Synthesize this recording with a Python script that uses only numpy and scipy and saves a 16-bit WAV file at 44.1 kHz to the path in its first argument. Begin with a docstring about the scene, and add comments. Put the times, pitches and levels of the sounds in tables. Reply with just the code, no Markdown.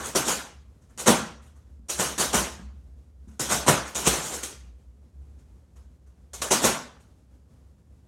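"""Foil balloon in a ceiling fan

A foil balloon is caught in a spinning ceiling fan, heard from below in a living room.
Each passing blade crumples the foil: random tiny snaps, shaped into bright crackle and a duller flutter.
A square blow also smacks the taut skin and thumps the gas inside, made from a click and fading tones.
A few hard catches add a low thud, and the room rings after the balloon's sounds.
Underneath, filtered noise makes the fan's throbbing low hum and its rush of air."""
import sys
import numpy as np
from scipy import signal
from scipy.fft import rfft, irfft
from scipy.io import wavfile
from scipy.ndimage import uniform_filter1d

SR = 44100
rng = np.random.default_rng(int(sys.argv[2]) if len(sys.argv) > 2 else 0)


def bounce(signal):
    """Save signal as a 16-bit WAV file at the path given by the first command-line argument."""
    frames = np.transpose(np.atleast_2d(signal))
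    limited = np.clip(frames, -1, 1)
    pcm = np.round(limited * 32767).astype(np.int16)
    wavfile.write(sys.argv[1], SR, pcm)


N = 356063

# a blade catches and crumples the foil: t/s, swell/s, fade/s, force level/dB,
# first touch level/dB and skin flutter level/dB, both relative to the force
BLADE_PASSES = [ (0.000, 0.0018, 0.029, -36.5, 2, 5), (0.025, 0.039, 0.024, -31.5, -10.5, -8.5),
                (0.149, 0.011, 0.014, -15.5, -15, -5.5), (0.250, 0.033, .035, -20, -16, -6.5),
                (0.976, 0.025, 0.011, -28, -11, -7), (1.060, 0.02, 0.016, -12.5, -15, -1),
                (1.885, 0.014, 0.022, -23, -18.5, -10.5), (1.976, 0.027, .042, -21, -13.5, -8),
                (2.179, 0.032, 0.03, -21, -3.5, -6.5), (2.328, 0.019, 0.038, -17.5, -9, -6),
                (3.3945, 0.0014, 0.039, -23.5, -13, -5.5), (3.489, 0.026, 0.03, -19, -14.5, -4),
                (3.664, 0.025, 0.011, -13.5, -15.5, 1), (3.850, 0.03, 0.013, -38.5, -12, -4),
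                (3.948, 0.0066, 0.061, -25, -9, -7.5), (4.047, 0.028, 0.0074, -12, -22.5, -5),
                (4.110, 0.031, 0.044, -28, -9, -2.5), (4.210, 0.052, 0.048, -32.5, -8, -6),
                (4.300, 0.044, 0.029, -31.5, -12, -6), (4.425, 0.011, 0.0073, -24, -17.5, -8),
                (6.333, .010, 0.012, -33, -7.5, -10.5), (6.416, 0.0037, .016, -21, -15, -6.5),
                (6.505, 0.015, 0.015, -14, -11, -3), (6.618, 0.034, 0.013, -13.5, -16, -4.5), ]
# the foil stirs faintly as the balloon drifts: t/s, force level/dB
FAINT_STIRS = [(0.812, -64), (0.892, -61.5), (1.418, -57.5), (1.457, -59.5), (1.554, -63), (3.275, -60),
               (3.305, -64), (3.330, -62.5), (5.383, -64.5), (5.757, -58), (6.062, -65), (6.998, -59)]
# tone colour of the snapping creases: f/Hz, relative level per Hz/dB
FOIL_COLOUR = [(300, -30), (1500, -16.5), (2600, -8.5), (3600, -7.5), (5000, -8.5), (5800, -3.5),
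               (6600, -1.5), (7600, -4.5), (8500, -3.5), (10000, -7.5), (12500, -11), (15800, -22)]
# tone colour of the fluttering skin: f/Hz, relative level per Hz/dB
SKIN_COLOUR = [(40, -32.5), (90, -14), (130, -3.5), (230, -1), (320, 0), (600, -1.5), (1000, -2),
               (1500, -3.5), (2300, -14), (4000, -16), (9000, -35.5)]
# a blade hits the balloon squarely: t/s, smack level/dB, thump level/dB (before a common trim), thump f/Hz
SQUARE_BLOWS = [ (0.1531, -10.5, -18.5, 241), (0.305, -17.5, -26.5, 215), (1.083, -2, 0, 226.6),
                (1.794, -60.5, -33.5, 220), (1.998, -7.5, -16, 192), (2.2, -16, -28.5, 213),
                (2.35, -6.5, -9.5, 210), (2.594, -60, -21, 203), (3.273, -56.5, -26.5, 220),
                (3.397, -19.5, -27.5, 227), (3.513, -19, -21.5, 200), (3.687, -2, -8, 149.9),
                (4.073, -9, -9, 171.6), (6.404, -38, -29.5, 177), (6.511, -7, -18.5, 240.4),
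                (6.642, -6, -8.5, 243), ]
# tone colour of a smack: f/Hz, relative level per Hz/dB
SMACK_COLOUR = [(30, -35.5), (60, -20.5), (120, -3), (300, 2.5), (600, 3), (1000, 0.5), (1500, -3.5),
                (2400, -8), (4500, -14), (7000, -12.5), (15000, -32)]
# the taut skin knocks: f/Hz, level/dB relative to the smack, time to fall by 60 dB/s
SKIN_KNOCKS = [(610, -18.5, .039), (1033, -20, 0.044)]
# the gas inside rings: multiple of the thump pitch, relative level/dB, time to fall by 60 dB/s
GAS_RINGS = [(1.001, -1, 0.06), (1.55, -11, .04), (2.25, -11, 0.027)]
# a hard catch jolts the fan: t/s, level/dB before the thud's own rise and fade
FAN_JOLTS = [(2.361, -29.5), (4.064, -24.5), (6.65, -34)]
# the fan's low hum before its throb: t/s, level/dB
HUM_LEVEL = [(0, -48), (.8, -56.5), (2.0, -45), (3.4, -46.5), (4.5, -50), (5.3, -46.5), (6, -54),
             (6.6, -48.5), (7, -58), (8.07, -53)]
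# tone colour of the stirred air: f/Hz, relative level per Hz/dB
AIR_COLOUR = [(20, -17), (38, -4), (55, 2.5), (95, 3), (160, -3.5), (240, -5.5), (320, -13), (500, -16),
              (800, -24), (1300, -28.5), (2500, -35), (4500, -37), (7000, -35.5), (11000, -40.5),
              (16000, -51)]
# how long the room rings: f/Hz, time to fall by 60 dB/s
ROOM_RINGING = [(100, 0.54), (260, .41), (900, 0.47), (2000, 0.49), (5000, 0.43), (8000, .35),
                (14000, 0.25)]
# direct sound arrives off the microphone's axis and loses treble: f/Hz, relative level/dB
OFF_AXIS_COLOUR = [(1500, 0), (3000, -1), (5000, -3.5), (6800, 2.5), (9500, -1.5), (12000, -7),
                   (16000, -17)]


def crumples(foil_db=-2.5, patches=5):
    """Creases snap in a dense shower that swells as the blade presses in and fades as it slides off."""
    out, foil_power, skin_power = np.zeros((3, N))
    t = np.arange(SR // 2) / SR
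    # every stir shares: swell s, fade s, then first touch and flutter in dB relative to its force
    stirs = [(start, 0.011, 0.012, force_db, -11, -1.5) for start, force_db in FAINT_STIRS]
    for start, swell, fade, force_db, touch_db, flutter_db in BLADE_PASSES + stirs:
        pressing_in = gain_of(touch_db * np.maximum(1 - t / swell, 0))
        sliding_off = np.exp(-np.maximum(t - swell, 0) / fade)
        press = np.where(t < swell, pressing_in, sliding_off)
        # overlapping crumples add as power
        add(foil_power, start, (gain_of(force_db + foil_db) * press) ** 2)
        add(skin_power, start, (gain_of(force_db + flutter_db) * press) ** 2)
    # each patch of foil faces another way, so the room answers it differently
    for _ in range(patches):
        foil_snaps = np.sqrt(foil_power / patches) * snaps(N, per_s=750, spread_db=2.0)
        crackle = signal.oaconvolve(foil_snaps, click(FOIL_COLOUR))
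        skin_snaps = np.sqrt(skin_power / patches) * snaps(N, per_s=350, spread_db=2.5)
        flutter = signal.oaconvolve(skin_snaps, click(SKIN_COLOUR))
        out += room(crackle + flutter, direct_db=-3.0)[:N]
    return out


def wander(x, depth_db=2.0, smoothing=(7, 11)):
    """The skin keeps changing shape, so its resonances drift from moment to moment."""
    spectrum = signal.stft(x, SR, nperseg=512, noverlap=384)[2]
    drift = rng.standard_normal(spectrum.shape)
    drift = uniform_filter1d(drift, smoothing[0], 0)  # smooth across pitch
    drift = uniform_filter1d(drift, smoothing[1], 1)  # smooth over time
    gain = evened(gain_of(depth_db * evened(drift)))
    drifted = signal.istft(spectrum * gain, SR, nperseg=512, noverlap=384)[1]
    return drifted[:len(x)]


def slaps(contact_s=0.00073, gas_db=-7.0):
    """A blade's push smacks and knocks the skin and rings the gas; a softer rebound follows."""
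    out = np.zeros(N)
    t = np.arange(SR // 6) / SR
    skin = sum(gain_of(db - 60 * t / t60) * np.sin(2 * np.pi * hz * t) for hz, db, t60 in SKIN_KNOCKS)
    smack = click(SMACK_COLOUR)
    add(skin, 0, smack / abs(smack).max())
    # the balloon springs back and meets the same blade again: 22 ms later, softer
    rebounds = [(start + 0.022, smack_db - 9, thump_db - 12.5, hz)
                for start, smack_db, thump_db, hz in SQUARE_BLOWS]
    for start, smack_db, thump_db, hz in SQUARE_BLOWS + rebounds:
        gas = sum(gain_of(db - 60 * t / t60) * np.cos(2 * np.pi * hz * multiple * t)
                  for multiple, db, t60 in GAS_RINGS)
        # a light touch lasts longer than a hard blow and dulls the higher rings
        push_s = contact_s * gain_of(-smack_db / 4)
        push = np.sin(np.pi * np.minimum(t / push_s, 1)) ** 2
        thump = signal.fftconvolve(gas, push / push.sum())[:len(t)]
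        blow = gain_of(thump_db + gas_db) * thump + gain_of(smack_db) * skin
        add(out, start, room(blow, direct_db=-1.5))
    return out


def jolts(thud_hz=59.4, rise_s=0.012, t60_s=0.3):
    """A hard catch shakes the fan: a low tone rises quickly and dies away."""
    out = np.zeros(N)
    t = np.arange(SR // 2) / SR
    swell_and_fade = np.minimum(t / rise_s, 1) * gain_of(-60 * t / t60_s)
    thud = swell_and_fade * np.sin(2 * np.pi * thud_hz * t)
    for start, db in FAN_JOLTS:
        add(out, start, gain_of(db) * thud)
    return out


def fan_hum(hum_hz=66, width_hz=9, throb_per_s=1.72, throb_at_s=0.62, throb_db=2, between_db=2):
    """A narrow band of noise wavers like a low hum and throbs, with a lesser swell between main ones."""
    hz, t = np.fft.rfftfreq(N, 1 / SR), np.arange(N) / SR
    hum = noise(1 / (1 + ((hz - hum_hz) / width_hz) ** 4))
    angle = 2 * np.pi * throb_per_s * (t - throb_at_s)
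    throb = gain_of(throb_db * np.cos(angle) + between_db * np.cos(2 * angle))
    return curve(HUM_LEVEL) * throb * hum


def fan_air(rush_db=-57.5, eddy_db=1.65, eddy_hz=7):
    """Air stirred by the blades rushes softly; eddies make it rise and fall a little."""
    hz = np.fft.rfftfreq(N, 1 / SR)
    rush = noise(gain_of(read(AIR_COLOUR, hz)))
    eddies = gain_of(eddy_db * noise(1 / (1 + (hz / eddy_hz) ** 2)))
    return gain_of(rush_db) * rush * eddies


def room(x, direct_db, gap_s=0.0053, build_s=0.0082, bounce_s=0.0096, bounce_db=-12, size=32768):
    """Direct sound, a first bounce and a fading tail of reflections, drawn anew for each use."""
    hz, t, spectrum = signal.stft(snaps(size, per_s=6000, spread_db=2.5), SR, nperseg=256)
    # each pitch fades at its own pace
    fade = gain_of(-60 * t / read(ROOM_RINGING, hz)[:, None])
    answer = signal.istft(spectrum * fade, SR, nperseg=256)[1]
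    # the tail builds up to full strength at gap_s
    answer *= np.clip((np.arange(len(answer)) / SR - gap_s) / build_s + 1, 0, 1)
    answer /= np.linalg.norm(answer)
    add(answer, bounce_s * rng.uniform(.85, 1.15), [gain_of(bounce_db)])
    add(answer, 0, gain_of(direct_db) * click(OFF_AXIS_COLOUR))
    return signal.fftconvolve(x, answer / np.linalg.norm(answer))


def snaps(count, per_s, spread_db):
    """A random train of snaps of either sign and uneven size, scaled to an rms of one."""
    size = gain_of(spread_db * np.minimum(rng.exponential(1, count), 4))
    sign = np.sign(rng.standard_normal(count))
    happens = rng.random(count) < per_s / SR
    return evened(size * sign * happens)


def click(points, size=4096):
    """A click of unit energy with the given tone colour, its energy packed towards the start."""
    hz = abs(np.fft.fftfreq(size, 1 / SR))
    log_gain = np.log(gain_of(read(points, hz)))
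    # the Hilbert transform finds the phase that goes with this loudness curve
    spectrum = np.exp(np.conj(signal.hilbert(log_gain)))
    wave = np.fft.ifft(spectrum).real[:size // 2]
    return wave / np.linalg.norm(wave)


def noise(gain):
    """Random noise with the given gain at each frequency, scaled to an rms of one."""
    return evened(irfft(rfft(rng.standard_normal(N)) * gain, N))


def gain_of(db):
    """Turns decibels into a multiplier for the wave."""
    return 10 ** (np.asarray(db) / 20)


def evened(x):
    """Scales to an rms (a kind of average size) of one."""
    return x / np.sqrt(np.mean(x ** 2) + 1e-20)


def read(points, hz):
    """Reads a table between its points, on a logarithmic frequency axis."""
    f, value = np.transpose(points)
    return np.interp(np.log(hz + 1), np.log(f + 1), value)


def curve(rows):
    """Turns a table of times and decibels into a gain at every sample."""
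    return gain_of(np.interp(np.arange(N) / SR, *np.transpose(rows)))


def add(mix, start, sound):
    """Mixes a sound in, starting at the given second."""
    part = mix[max(round(start * SR), 0):][:len(sound)]
    part += sound[:len(part)]


def scene():
    """The balloon's crumples and slaps, the jolts, and the fan, as one channel."""
    return (wander(crumples()) + slaps() + jolts() + fan_hum() + fan_air())[None]


def record(dry, low_cut_hz=42, ceiling=0.88, edge_hz=16050):
    """A small microphone: little deep bass, peaks clipped at a ceiling, and no extreme treble."""
    bass_cut = signal.butter(3, low_cut_hz, "highpass", fs=SR, output="sos")
    heard = signal.sosfilt(bass_cut, dry)
    clipped = np.clip(heard, -ceiling, ceiling)
    treble_cut = signal.firwin(511, edge_hz, window=("kaiser", 8), fs=SR)
    return signal.oaconvolve(clipped, treble_cut[None], "same")


dry = scene()
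out = record(dry)
bounce(out)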